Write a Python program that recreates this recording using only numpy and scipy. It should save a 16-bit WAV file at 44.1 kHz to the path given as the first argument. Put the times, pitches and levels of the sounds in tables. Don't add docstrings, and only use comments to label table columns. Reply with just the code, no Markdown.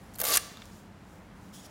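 import sys
import numpy as np
from scipy import signal
from scipy.fft import rfft, irfft
from scipy.io import wavfile
from scipy.ndimage import uniform_filter1d

SR = 44100
rng = np.random.default_rng(int(sys.argv[2]) if len(sys.argv) > 2 else 0)


def level_to_linear(level):
    exponent = np.asarray(level, float) / 20
    return 10 ** exponent


def to_wav(sig):
    pcm = np.clip(np.atleast_2d(sig), -1, 1) * 32767
    pcm = np.round(pcm).astype(np.int16)
    wavfile.write(sys.argv[1], SR, pcm.T)


N = 74970
T = np.arange(N) / SR

# f/Hz, density/dB
AIR_SPECTRUM = [(25, -28), (45, -5), (100, -6), (250, -14.5), (700, -14), (1800, -21), (3500, -31),
                (15000, -47.5)]
# f/Hz, width/Hz, level/dB
FAN_HUMS = [(44.7, 17, -65), (91.6, 32.6, -58.5), (188.8, 59.4, -54.5), (290.7, 95, -62.5)]
# f/Hz, T60/s
ROOM_T60 = [(300, 0.91), (1500, 1), (4000, 0.91), (8000, 0.45), (12000, 0.18), (16000, 0.44)]
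# f/Hz, density/dB
SKIN_SPECTRUM = [(1500, -30.5), (2500, -12.5), (3300, 1.5), (4200, -5.5), (5600, -1), (7000, -3.5),
                 (9000, -4.5), (16000, -13.5)]
# f/Hz, width/Hz, level/dB, t favoured/s
SKIN_MODES = [(3330, 440, 1, 1.585), (5350, 600, -2, 1.655), (5600, 280, -1, 1.545), (6860, 350, 4, 1.6),
              (8060, 370, -3, 1.575), (10500, 350, 2, 1.545), (15230, 500, -3, 1.55)]
# f/Hz, width/Hz, level/dB
SLEEVE_MODES = [(5500, 2600, 0.5), (7160, 1700, 1), (10500, 2800, -0.5), (14500, 1000, -3),
                (15600, 600, -11.5)]
# t/s, level/dB
SLIDE_LEVEL = [(1.52, -74), (1.538, -53), (1.6, -54), (1.62, -59.5), (1.65, -54.5), (1.667, -54),
               (1.672, -63), (1.7, -67)]
# t/s, level/dB
RUSTLE_LEVEL = [(0, -69), (.15, -66), (.45, -53), (.58, -63.5), (.65, -58.5), (.69, -64), (.72, -63),
                (.8, -64), (.9, -73.5), (1.02, -73), (1.1, -67), (1.2, -70), (1.3, -78), (1.4, -69),
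                (1.5, -67), (1.7, -72)]
# t/s, peak/dB, f/Hz, length/ms
TICKS = [
    (.5708, -40, 12280, .7),
    (.6193, -45, 8000, .7),
    (.7215, -50.5, 5500, 4.1),
    (1.6500, -46.5, 5300, 12),
    (1.6600, -50, 10930, 2.4),
    (1.6610, -52, 14500, 2.5),
]
# t/s, peak/dB, f/Hz, decay/ms
KNOCKS = [(.1585, -44.5, 4300, 2.5), (0.189, -40, 1530, 3.8), (.2011, -15, 11500, .15),
          (.3562, -11, 9500, .2), (.3600, -14, 11000, .2), (.3707, -8, 7500, .15), (.3723, -7, 9500, 0.17),
          (.2020, -36, 472, 4.3), (0.201, -38, 1300, 3.4), (.2185, -31, 650, 5.7), (.2385, -35, 700, 5.3),
          (.2830, -33, 690, 6), (.2190, -37.5, 1795, 5), (0.2198, -44, 1480, 5), (.2385, -31, 552, 7.5),
          (0.24, -33, 1290, 4.4), (.2390, -36.5, 2150, 5), (.3735, -29.5, 2050, 2.6),
          (.3750, -26.5, 1705, 4.6), (.3750, -29, 1226, 4), (.5715, -37.5, 3650, 1.3),
          (0.572, -52, 3000, 0.74), (.5716, -49, 4750, .8), (0.572, -46, 7000, 0.81),
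          (.5720, -42, 1240, 1.9), (.6193, -38.5, 3550, 1.74), (.6194, -48, 5800, 1.5),
          (.6197, -41.5, 2650, 1.4), (0.621, -39, 1500, 1.5), (.6205, -40.5, 2100, 1.5),
          (.6222, -37, 2000, .4), (0.623, -38, 3600, 0.88), (1.6439, -48, 900, 0.51)]
# f/Hz, density/dB
FIBRE_SPECTRUM = [(700, -21.5), (1150, -9), (1700, -11.5), (3000, -12.5), (4930, -13), (7930, -15),
                  (12100, -12.5), (16000, -22.5)]
# t/s, peak/dB, f/Hz, length/ms
CATCHES = [(.1368, -45.5, 10000, 4.3), (.1430, -43, 6520, 4), (.1530, -39.5, 11020, 3.0),
           (.1572, -36, 10500, 2.9), (.1582, -50, 4284, 2.7), (.1712, -52, 11540, 0.87),
           (.1762, -43, 13000, 1.3), (.1857, -24, 14100, 1.1), (.1913, -25.5, 11030, 2.9),
           (.1970, -32.5, 11000, 2.5), (.1925, -36, 5500, 1.5), (.2010, -16, 12000, 0.8),
           (.2022, -21.5, 11500, 2.2), (.2051, -18.5, 12500, 1.5), (.2106, -22, 11500, 0.5),
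           (.2141, -18, 12200, 1.2), (.2151, -12.5, 12200, 1.6), (.2165, -26.5, 6930, 2),
           (.2198, -24, 12470, 1.8), (.2351, -18.5, 12200, 1.3), (.2385, -24, 12000, 1.2),
           (.2396, -15.5, 12000, 1.8), (.2405, -26, 6200, 2), (.2441, -17.5, 12600, 1.3),
           (.2489, -22, 13500, 5.2), (.2511, -19.5, 7430, 2.5), (.2545, -27, 11500, 2.5),
           (.2578, -24.5, 13000, 2.0), (.2610, -26, 11500, 2.0)]
# t/s, peak/dB, f/Hz, length/ms
TEETH = [(0.2662, -21, 12520, 3.1), (.2698, -20.5, 11000, 1.3), (0.2732, -19.5, 11500, 1.6),
         (0.2768, -20.5, 11450, 1.1), (.2805, -18, 13000, 1.8), (.2852, -19, 11470, 2.64),
         (.2877, -18, 9700, 1.9), (.2912, -24.5, 9000, 1.8), (.2942, -20.5, 6520, 1.6),
         (0.2992, -17.5, 12620, 1.8), (0.3050, -15, 11470, 2.0), (.3060, -22, 6160, 0.77),
         (0.3105, -20.5, 5000, 2.7), (.3140, -24, 10040, 2), (0.3180, -18, 8290, 1.5),
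         (.3215, -19.5, 10000, 3.9), (.3250, -20.5, 5000, 4.1), (0.3305, -19, 5000, 1.6),
         (.3335, -15, 8520, 1.1), (0.3365, -16, 10500, 2.5), (.3375, -19, 4800, 3.6),
         (.3410, -13.5, 10000, 3), (0.3458, -17.5, 4700, 3.5), (0.3521, -12.5, 11000, 2.9),
         (0.3560, -10.5, 9480, 1.4), (0.3598, -12, 10970, 1.3), (0.3615, -13.5, 7000, 3.3),
         (.3695, -18.5, 8990, 1), (0.3707, -8, 8040, 0.8), (.3712, -11, 12000, 1.4),
         (0.3720, -5, 10130, 1.6), (0.3738, -11, 8500, 2.4), (0.3756, -18.5, 5300, 2.5),
         (0.3775, -22, 2203, 4.3)]
# t/s, level/dB
PULL_LEVEL = [(.15, -65), (.18, -63.5), (.215, -39), (.23, -51), (.245, -36), (.33, -31), (.361, -31),
              (.365, -49), (.38, -42.5)]
# t/s, level/dB
STRAIN_LEVEL = [(.19, -51), (.218, -37.5), (.232, -45.5), (.25, -38), (.27, -42), (.3, -36), (.36, -38.5),
                (.375, -45.5), (.52, -62.5)]
# f/Hz, width/Hz, level/dB
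SHEET_MODES = [(4000, 1100, -4), (5000, 1200, -8), (6760, 780, -5), (9220, 250, -1.5), (11100, 700, -14),
               (12200, 930, -6), (14900, 1200, 1)]
# f/Hz, width/Hz, level/dB, t at which tear passes their most sensitive spot/s
CASE_MODES = [(300, 55, -11, 0.34), (399.5, 89, -12, 0.33), (477.3, 65, -3, .29), (564, 71, -4, 0.25),
              (646.3, 40, -6, 0.31), (712, 18, -3, 0.345), (824, 110, -8, 0.26), (1168.3, 30, 0, 0.285),
              (1146.6, 30, -0.5, 0.36), (1568, 50, -6.5, 0.355), (1743, 50, -8.5, 0.23),
              (2150, 82, -10, .245), (2756, 36, -6.5, .34)]

SNAP_DB, ATTACK_S, BURST_END_S = 1.44, .0002, .03
CRACK_DB, CRACK_S = 7.5, .00015
TEAR_Q, TICK_Q = 1.5, 4.8
CATCH_WIDE_DB, TEETH_WIDE_DB, TICK_WIDE_DB = -3, -0.5, -8
HISS_SNAP_DB, FLICKER_DB = 2.5, 1.5
GATE_S, GATE_POWER = .0022, .37
SHEET_DB, CASE_DB, CASE_WANDER_DB = -0.5, 7.5, 2
SPOT_S, SPOT_DB, STEADY_S = .017, 8, .02
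SKIN_RING_DB, SKIN_SPOT_S, SKIN_SPOT_DB = -7, .0295, 7
AIR_DB = -53.5
ROOM_DB, ROOM_GAP_S, ROOM_EVEN_S = -18, .0018, .013


def unit(x):
    return x / np.sqrt(np.mean(x ** 2))


def curve(rows):
    s, db = np.array(rows).T
    return level_to_linear(np.interp(T, s, db, left=-120, right=-120))


def colour(x, points):
    hz, db = np.array(points).T
    f = np.fft.rfftfreq(len(x), 1 / SR) + 1
    gain = level_to_linear(np.interp(np.log(f), np.log(hz), db, left=-60))
    return irfft(rfft(x) * gain, len(x))


def ring(x, hz, width_hz):
    b, a = signal.iirpeak(min(hz, .42 * SR), max(hz / width_hz, .3), fs=SR)
    return signal.lfilter(b, a, x)


def walk(rate_hz):
    k = int(SR / rate_hz)
    steps = np.repeat(rng.standard_normal(N // k + 1), k)
    return 1.3 * uniform_filter1d(uniform_filter1d(steps, k), k)[:N]


def crackle(size, snap_db):
    return unit(rng.standard_normal(size) * level_to_linear(snap_db * rng.exponential(size=size)))


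def bursts(rows, wide_db, q):
    out, t = np.zeros(N), T[:2048]
    for s, db, hz, ms in rows:
        fade = np.exp(-(t / (max(ms, .3) / 1000)) ** 1.11)
        crack = level_to_linear(CRACK_DB) * np.exp(-t / CRACK_S) / 2
        snaps = crackle(len(t), SNAP_DB) * (1 - np.exp(-t / ATTACK_S)) * (fade + crack)
        pitched = ring(ring(snaps, hz, hz / q), hz, hz / q)
        burst = unit(pitched) + level_to_linear(wide_db) * unit(colour(snaps, FIBRE_SPECTRUM))
        burst = burst * (t < BURST_END_S)
        level = level_to_linear(db) * 0.34 * np.sqrt(ms / 59.0)
        i = int(s * SR)
        out[i:i + len(t)] += (level * unit(burst))[:N - i]
    return out


def office():
    sway = level_to_linear(.6 * walk(5))
    out = unit(colour(rng.standard_normal(N), AIR_SPECTRUM)) * level_to_linear(AIR_DB) * sway
    for hz, width_hz, db in FAN_HUMS:
        hum = ring(ring(rng.standard_normal(N), hz, width_hz), hz, 1.3 * width_hz)
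        out = out + level_to_linear(db) * unit(hum)
    return out


def room(x):
    hz, t60_s = np.array(ROOM_T60).T
    t, tail, noise = T[:SR], 0, rfft(rng.standard_normal(SR))
    place = 4 * np.log2((np.arange(len(noise)) + 1) / 250)
    for k in range(25):
        band = irfft(noise * np.cos(np.pi / 2 * np.clip(place - k, -1, 1)) ** 2, SR)
        envelope = np.sqrt(uniform_filter1d(band ** 2, int(ROOM_EVEN_S * SR)))
        band = band * np.std(band) / envelope
        band_t60_s = np.interp(np.log(250 * 2 ** (k / 4)), np.log(hz), t60_s)
        tail = tail + band * level_to_linear(-60 * t / band_t60_s)
    tail = tail * np.clip(t / ROOM_GAP_S - 1, 0, 1)
    return signal.fftconvolve(x, tail / np.sqrt(np.sum(tail ** 2)))[:N]


def slide():
    rub = crackle(N, 1.3)
    modes = 0
    for hz, width_hz, db, s in SKIN_MODES:
        spot_db = SKIN_SPOT_DB * np.exp(-((T - s) / SKIN_SPOT_S) ** 2)
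        modes = modes + level_to_linear(db + spot_db) * ring(rub, hz, width_hz)
    skin = unit(colour(rub, SKIN_SPECTRUM)) + level_to_linear(SKIN_RING_DB) * unit(modes)
    return unit(skin) * curve(SLIDE_LEVEL) * level_to_linear(0.99 * walk(59.9))


def rustle():
    cloth = crackle(N, 2.4)
    modes = 0
    for hz, width_hz, db in SLEEVE_MODES:
        modes = modes + level_to_linear(db + 2.7 * walk(5.4)) * ring(cloth, hz, width_hz)
    mix = unit(.5 * unit(colour(cloth, SKIN_SPECTRUM)) + unit(modes))
    return mix * curve(RUSTLE_LEVEL) * level_to_linear(.8 * walk(30))


def fingers():
    return slide() + rustle() + bursts(TICKS, TICK_WIDE_DB, TICK_Q)


def knocks():
    s, db, hz, ms = np.array(KNOCKS).T[:, :, None]
    t = np.clip(T - s, 0, None)
    return np.sum(level_to_linear(db) * np.sin(2 * np.pi * hz * t) * np.exp(-t / ms * 1000), axis=0)


def case():
    out = 0
    for hz, width_hz, db, s in CASE_MODES:
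        spot_db = SPOT_DB * (np.exp(-((T - s) / SPOT_S) ** 2) - 1)
        drive_db = CASE_DB + db + spot_db + CASE_WANDER_DB * walk(40)
        mode = ring(crackle(N, SNAP_DB), hz, width_hz)
        mode = mode / np.sqrt(uniform_filter1d(mode ** 2, int(STEADY_S * SR)) + 1e-9)
        out = out + ring(mode * curve(STRAIN_LEVEL) * level_to_linear(drive_db), hz, width_hz) * 0.66
    return out


def tear():
    hiss = unit(colour(crackle(N, HISS_SNAP_DB), FIBRE_SPECTRUM))
    hiss = hiss * curve(PULL_LEVEL) * level_to_linear(FLICKER_DB * walk(250))
    rips = bursts(CATCHES, CATCH_WIDE_DB, TEAR_Q) + bursts(TEETH, TEETH_WIDE_DB, TEAR_Q)
    quick = uniform_filter1d(np.abs(rips), int(GATE_S * SR)) + 1e-4
    slow = uniform_filter1d(quick, int(10 * GATE_S * SR))
    paper = rips + hiss * (quick / slow) ** GATE_POWER
    sheet = sum(level_to_linear(db + SHEET_DB) * ring(paper, hz, width_hz) for hz, width_hz, db in SHEET_MODES)
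    return 0.9 * paper + sheet + case()


def scene():
    near = tear() + fingers() + knocks()
    return (near + level_to_linear(ROOM_DB) * room(near) + office())[None, :]


def low_pass(x):
    return signal.sosfilt(signal.butter(12, 16980, fs=SR, output="sos"), x)


def record(dry):
    knee = .75
    bass_cut = signal.butter(4, 36, "high", fs=SR, output="sos")
    top_cut = signal.ellip(10, .3, 60, 15900, fs=SR, output="sos")
    mix = signal.sosfilt(bass_cut, dry)
    mix = knee * np.tanh(mix / knee)
    mix = signal.sosfilt(top_cut, mix)
    return low_pass(mix)


dry = scene()
out = record(dry)
to_wav(out)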